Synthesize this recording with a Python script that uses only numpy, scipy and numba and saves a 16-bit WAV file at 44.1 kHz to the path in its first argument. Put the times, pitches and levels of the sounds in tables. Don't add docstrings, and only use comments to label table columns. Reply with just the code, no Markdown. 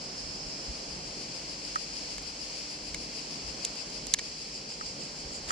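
import sys
import numpy as np
from scipy import signal
from scipy.fft import rfft, irfft, next_fast_len
from scipy.io import wavfile
from scipy.ndimage import uniform_filter1d
from numba import njit

SR = 44100
rng = np.random.default_rng(int(sys.argv[2]) if len(sys.argv) > 2 else 0)


def pcm_store(signal):
    levels = np.round(np.clip(np.atleast_2d(signal), -1, 1) * 32767)
    wavfile.write(sys.argv[1], SR, levels.astype(np.int16).T)


def ratio(d):
    e = np.asarray(d, float) / 20
    return 10 ** e


N = 242991
T = np.arange(N) / SR
SIZE = next_fast_len(N + SR // 10)
F = np.fft.rfftfreq(SIZE, 1 / SR) + 1e-3


def level(x, db):
    return x * ratio(db) / np.sqrt(np.mean(x ** 2))


def table(points):
    hz, value = np.transpose(points)
    return np.interp(np.log(F), np.log(hz + 1), value)


def curve(rows):
    s, *columns = np.transpose(rows)
    return [np.interp(T, s, column) for column in columns]


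def ring(hz, width, f=F):
    return 1 / (1 + 1j * (f / hz - hz / f) * hz / width)


def through(x, response):
    return irfft(rfft(x, SIZE) * response, SIZE)[..., :N]


def walk(rate):
    k = int(SR / rate)
    steps = np.repeat(rng.standard_normal(N // k + 1), k)
    return 1.5 * uniform_filter1d(uniform_filter1d(steps, k), k)[:N]


def pan(db):
    return ratio(np.array([db, -db]) / 2)


# f/Hz, lead of the left/rad
PORT_LEAD = [(100, 0.47), (600, -.5), (1290, 2.5), (2330, -0.48), (4500, 0.24), (5200, 1), (6200, 4),
             (8800, 4), (10500, 4.5), (15500, 5)]
# f/Hz, left minus right level/dB
PORT_TILT = [(60, 0), (110, 0), (200, -1), (380, -1), (700, -5.5), (1290, 0), (2380, 0.5), (4400, 2),
             (8120, -0.5), (15000, 7.5)]


def ports():
    half = table(PORT_TILT) / 2
    return np.array([ratio(half), ratio(-half) * np.exp(-1j * table(PORT_LEAD))])


# f/Hz, coherence (0-1)
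COHERENCE = [(60, 1), (300, 0.93), (600, 0.72), (900, 0.14), (1300, 0.4), (1800, 0.06), (2500, 0.46),
             (4400, 0.57), (5500, 0), (7500, 0.47), (15000, 1)]


def diffuse(colour):
    alike = np.clip(table(COHERENCE), 0, 1)
    shared, own = rng.standard_normal((2, len(F), 2)) @ np.array([1, 1j])
    both = np.array([shared, alike * shared + np.sqrt(1 - alike ** 2) * own])
    return level(irfft(both * ports() * colour, SIZE)[:, :N], 0)


# f/Hz, width of one stage/Hz, level/dB
CHORUS_BODIES = [(2484, 1680, -8), (3155, 1060, -12), (4856, 1010, 1.5), (4326, 980, -5), (5474, 960, -1.5),
                 (6860, 2900, -7.5), (10140, 1300, -25), (13200, 2600, -26)]


def chorus(db, pan_db):
    power = sum(
        (ratio(gain_db) * np.abs(ring(hz, width)) ** 3) ** 2
        for hz, width, gain_db in CHORUS_BODIES
    )
    return diffuse(np.sqrt(power)) * ratio(db + 0.51 * walk(9)) * pan(pan_db)


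# f/Hz, width of one stage/Hz, level/dB, right over left level/dB
NEAR_BODY = [(2650, 960, -8.5, -14.5), (4897, 710, 3.5, -4), (7180, 973, -7, 6), (9800, 750, -14, -19.5),
             (14000, 900, -24, -6.5)]
# t/s, rate/(throbs per s)
THROB_PACE = [(0, 6.549), (.35, 6.739), (.7, 7.043), (1.1, 6.739), (1.5, 6.786), (2.05, 6.332),
              (2.65, 6.914), (3.1, 6.44), (4.1, 6.455), (4.4, 6.728), (4.8, 6.344), (5.51, 6.138)]
# t/s, overall level/dB, gain of the resonance near 7 kHz/dB, gain of those above it/dB
SONG = [(0, -46, -4, -0.5), (.5, -45, -6, -5), (.9, -48.5, -11, 1), (1.3, -47, -2, -1), (1.9, -44, -1, 0),
        (2.4, -46, -3.5, 1.5), (2.8, -45.5, -1, 1.5), (3.2, -47, -4, 1.5), (3.7, -43, 0, -6),
        (4.0, -45, -8, -2), (4.4, -42.5, -5.5, -1.5), (4.87, -38.5, -9.5, -11.5), (5.03, -40, -4.5, -7),
        (5.2, -47, 1, 2.5), (5.51, -42.5, 6.5, 0)]
TYMBAL_HZ, TYMBAL_DECAY = 256.4, 0.99
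FIRST_THROB_S, THROB_S, THROB_SCATTER_DB = 0.046, 0.036, 0.8
LEAF_SHARE = 0.91


def cicada(pan_db):
    phase = np.cumsum(TYMBAL_HZ * (1 + 0.027 * walk(40))) / SR
    pull_strength = ratio(0.69 * rng.standard_normal(N // 50))
    pulls = np.exp(-(phase % 1) / TYMBAL_DECAY) * pull_strength[phase.astype(int)]

    (pace,) = curve(THROB_PACE)
    effort_db, upper_db, top_db = curve(SONG)
    beats = np.cumsum(pace) / SR - pace[0] * FIRST_THROB_S
    nearest = np.rint(beats).astype(int)
    scatter_db = THROB_SCATTER_DB * rng.standard_normal(nearest[-1] + 1)[nearest]
    from_peak_s = np.abs((beats - nearest) / pace)
    throbs = ratio(effort_db + scatter_db) * np.exp(-(from_peak_s / THROB_S) ** 3)

    direct, leaves = rng.standard_normal((2, N))
    right = np.sqrt(1 - LEAF_SHARE) * direct + np.sqrt(LEAF_SHARE) * leaves
    clicks = pulls * np.array([direct, right])
    parts = [
        np.array([[ratio(db)], [ratio(db + right_db)]]) * ring(hz, width) ** 2
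        for hz, width, db, right_db in NEAR_BODY
    ]
    low = through(clicks, sum(parts[:2]) * ports())
    upper = through(clicks, parts[2] * ports())
    top = through(clicks, sum(parts[3:]) * ports())
    song = level(low + ratio(upper_db) * upper + ratio(top_db) * top, 0)
    return song * throbs * pan(pan_db)


# f/Hz, spectral level/dB per Hz
RUSH_SPECTRUM = [(53, -45.5), (90, -13), (145, 1), (289, -1.5), (321, -4), (395, -3.5), (427, -3.5),
                 (519, -3), (598, -6), (766, -8), (1090, -11.5), (1630, -15), (2000, -18.5), (2600, -24),
                 (4400, -120)]
# t/s, level/dB, gain of the upper rush over the rest/dB
RUSH_SWELL = [(0, -45.5, 0), (1.1, -46.5, 1.5), (1.5, -46, 0), (2.2, -49.5, 2), (3.2, -48, 1),
              (3.7, -47, 2), (4.4, -49, 0), (4.95, -46.5, -1), (5.25, -47, -0.5), (5.51, -46, -0.5)]
# f/Hz, rms level/dB
HUMS = [(49, -64.5), (300, -60.5)]
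UPPER_RUSH_HZ = 567


def river():
    db, upper_db = curve(RUSH_SWELL)
    rush = diffuse(ratio(table(RUSH_SPECTRUM)))
    upper = through(rush, 1 / (1 + (UPPER_RUSH_HZ / F) ** 4))
    lower = (rush - upper) * ratio(0.95 * walk(7.1))
    upper = upper * ratio(upper_db + 0.16 * walk(5.9))
    out = (lower + upper) * ratio(db + 0.5 * walk(3.01))
    for hz, hum_db in HUMS:
        tone = np.sin(2 * np.pi * hz * T + 0.6 * walk(1.5))
        out = out + level(tone * ratio(1.5 * walk(1.3)), hum_db)
    return out


SINGER_HZ, SINGER_WIDTH_HZ, SINGER_DB, SINGER_PAN_DB = 5180, 700, -45.5, -3
SINGER_STOPS_S, SINGER_FADE_DB_PER_S = 0.62, 32
SINGER_THROBS_PER_S, SINGER_FIRST_S, SINGER_DEPTH_DB = 8.7, 0.081, 2


def singer():
    db = SINGER_DB - SINGER_FADE_DB_PER_S * (T - SINGER_STOPS_S).clip(0)
    throbs_db = SINGER_DEPTH_DB * np.cos(2 * np.pi * SINGER_THROBS_PER_S * (T - SINGER_FIRST_S))
    voice = diffuse(ring(SINGER_HZ, SINGER_WIDTH_HZ) ** 2)
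    return voice * ratio(db + throbs_db + 0.7 * walk(14.6)) * pan(np.array([SINGER_PAN_DB]))


# t/s, level/dB
BREEZE_LEVEL = [(0, -57.5), (1.2, -58), (1.85, -62), (2.1, -55.5), (2.7, -61), (3.3, -65), (3.7, -63.5),
                (4.5, -60), (5.0, -61), (5.51, -55)]
# t/s, level/dB, half-length/s
GUST_TIMES = [(0.271, -54, 0.026), (0.46, -55, 0.031), (0.701, -43.5, 0.02), (2.199, -61, 0.038),
              (2.944, -51, 0.084), (3.468, -49, .05), (4.874, -57, 0.039), (5.256, -50.5, 0.032),
              (5.5, -58, 0.045)]


def wind():
    gusts = sum(ratio(db) * np.exp(-((T - s) / length) ** 2) for s, db, length in GUST_TIMES)
    breeze = ratio(curve(BREEZE_LEVEL)[0] + 1.7 * walk(7.7))
    return diffuse(ring(49.85, 46.0) ** 2) * (breeze + gusts)


# f/Hz, level/dB, free decay time to -60 dB/s
REEL_MODES = [(1110, -5, 0.008), (1820, 3, 0.017), (2190, 6.5, 0.018), (3040, -1.5, 0.005),
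              (3650, -5, 0.0076), (4110, 0, 0.0055), (4750, 2, 0.012), (5800, 0, 0.0071), (6480, 3, 0.0104),
              (7010, 2.5, 0.008), (7500, -4.5, 0.009), (9100, -10, 0.0124), (10540, -6, 0.0084),
              (13900, -12, .008)]
# f/Hz, lead of the left/rad, left minus right level/dB
REEL_PLACE = [(300, 2, 2), (724, 0, -29), (1470, 2, 5), (2390, 0.2, 1.5), (4420, 0.82, 0), (6650, 1.5, -7),
              (8610, 2.5, -2.5), (11000, 1.5, 1.5), (15000, 0.5, 1.5)]
# t/s, level/dB, brightest f/Hz, spool gain/dB, left minus right level/dB
REEL_SNAPS = [(1.7561, -53, 6000, -6, 4), (2.1808, -56.5, 8000, 0, -1.5), (2.222, -62, 10000, 3, 1),
              (2.9447, -48.5, 5900, 0, 5), (3.6493, -40, 6100, -20, -1), (3.755, -62, 11000, 0, 2.5),
              (3.9, -62.5, 11000, 0.5, 1), (4.0683, -50, 8150, -6, -1), (4.138, -30, 5300, -21, -2),
              (4.187, -51.5, 4200, -11, 8)]
# t/s, level/dB, length/s, brightest f/Hz, spool gain/dB, left minus right level/dB
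REEL_RATTLES = [(2.181, -55.5, 0.0033, 1600, -2, -1), (2.944, -52.5, 0.0035, 1950, 8, 3),
                (2.946, -53, .003, 5600, -10, 2), (3.6524, -58, 0.00093, 6400, -15, 0),
                (4.1398, -35, 0.0052, 4600, -2, -1), (4.142, -42, 0.0061, 1900, 2, 4),
                (4.189, -50.5, 0.0049, 2300, 6, -3), (4.192, -50, 0.0037, 3700, 0, -5),
                (4.193, -51.5, .0035, 2250, 9, 2), (5.505, -53, .0029, 2400, -4, -6)]
SNAP_S, GRIP_S = 0.0022, 0.0035
SPOOL_MODES = 3


def reel():
    size, lead_in, smooth = 8192, 256, 120
    f = np.fft.rfftfreq(size, 1 / SR) + 1e-3
    modes = [ratio(db) * ring(hz, np.log(1000) / np.pi / t60, f) for hz, db, t60 in REEL_MODES]
    spool = sum(modes[:SPOOL_MODES])
    frame = 0.28 * ring(5200.0, 10000.0, f) + sum(modes[SPOOL_MODES:])

    at, lead, tilt = np.transpose(REEL_PLACE)
    lead = np.interp(np.log(f), np.log(at), lead)
    tilt = np.interp(np.log(f), np.log(at), tilt)
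    place = pan(tilt) * np.exp(-1j * lead * np.array([[0], [1]]))

    t = (T[:size] - lead_in / SR).clip(0)
    out = np.zeros((2, N + size))
    clicks = [(s, db, SNAP_S, hz, *rest) for s, db, hz, *rest in REEL_SNAPS]
    clicks += REEL_RATTLES
    for s, db, rattle, hz, spool_db, pan_db in clicks:
        shape = np.exp(-(t / rattle) ** 2) * (1 - np.exp(-t / 0.00018))
        contacts = rfft(rng.standard_normal(size) * shape)
        contacts = contacts / np.sqrt(uniform_filter1d(np.abs(contacts) ** 2, smooth))
        contacts = rfft(irfft(contacts, size) * (t > 0))
        body = frame + ratio(spool_db) * spool
        click = irfft(contacts * body * place * ring(hz, 2.26 * hz, f) ** 3, size)
        click = click * np.exp(-(t / (rattle + GRIP_S)) ** 4)
        i = int(s * SR) - lead_in
        out[:, i:i + size] += level(click, db) * pan(np.array([pan_db]))
    return out[:, :N]


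# f/Hz, decay time to -60 dB/s, gain left, gain right
CASE_MODES = [(1270, 0.03, 1, -1.48), (1650, 0.0116, 0.61, -0.089), (1865, 0.036, 0.13, 0.16)]
# t/s, level/dB
CASE_KNOCKS = [(1.7588, -17), (4.811, -27.5), (5.305, -41), (5.5055, -18.5)]


def knocks():
    t = T[:4096]
    note = np.zeros((2, len(t)))
    for hz, t60, left, right in CASE_MODES:
        mode = np.sin(2 * np.pi * hz * t) * np.exp(-np.log(1000) * t / t60)
        note += np.array([[left], [right]]) * mode
    note *= 1 - np.exp(-t / 0.00029)
    out = np.zeros((2, N + len(t)))
    for s, db in CASE_KNOCKS:
        i = int(s * SR)
        out[:, i:i + len(t)] += ratio(db) * note
    return out[:, :N]


CAST_S, CAST_DB, CAST_RISE_DB_PER_S, CAST_FALL_DB_PER_S = 5.49, -37.5, 1082.5, 218.5


def cast():
    rise_db = CAST_RISE_DB_PER_S * (T - CAST_S)
    fall_db = CAST_FALL_DB_PER_S * (CAST_S - T)
    swish = diffuse(ring(1500.0, 6200.0) * ring(1830.0, 9400.0))
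    return swish * ratio(CAST_DB + np.minimum(rise_db, fall_db))


# t/s, near cicada left minus right level/dB, chorus level/dB,
# chorus left minus right level/dB
TURNS = [(.6, 1, -42, -1), (1.25, 8.5, -41, 0.5), (4.0, 9.5, -41.5, -0.5), (4.4, 1, -42.5, -1),
         (4.65, -6, -43, 0.16), (4.95, -9, -42.5, 0), (5.15, 0, -43, -1), (5.51, -1, -41.5, -1.5)]


def scene():
    near_pan, far_db, far_pan = curve(TURNS)
    insects = chorus(far_db, far_pan) + cicada(near_pan) + singer()
    return insects + river() + wind() + reel() + knocks() + cast()


# f/Hz, level/dB
MIC_RESPONSE = [(9000, 0.68), (10500, -1.5), (11400, -15), (13000, -11.5), (14500, -14), (15300, -27.5),
                (16500, -43.5)]


def microphones(dry):
    return 0.89 * np.tanh(through(dry, ratio(table(MIC_RESPONSE))) / 0.91)


@njit
def follow(x, attack, release):
    e, out = 0., np.empty(len(x))
    for i in range(len(x)):
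        e += (x[i] - e) * (attack if x[i] > e else release)
        out[i] = e
    return out


def limiter(heard):
    peak = follow(np.abs(heard).max(axis=0), 1 / (0.0036 * SR), 1 / (0.047 * SR))
    return heard * np.minimum(1, ratio(-21.5) / (peak + 1e-9)) ** 0.92


def band_limit(x):
    return signal.sosfilt(signal.butter(12, 16500, fs=SR, output="sos"), x)


def record(dry):
    limited = limiter(microphones(dry))
    low_pass = signal.ellip(8, 0.2, 70, 15800, fs=SR, output="sos")
    mix = signal.sosfilt(low_pass, limited)
    return band_limit(mix)


dry = scene()
out = record(dry)
pcm_store(out)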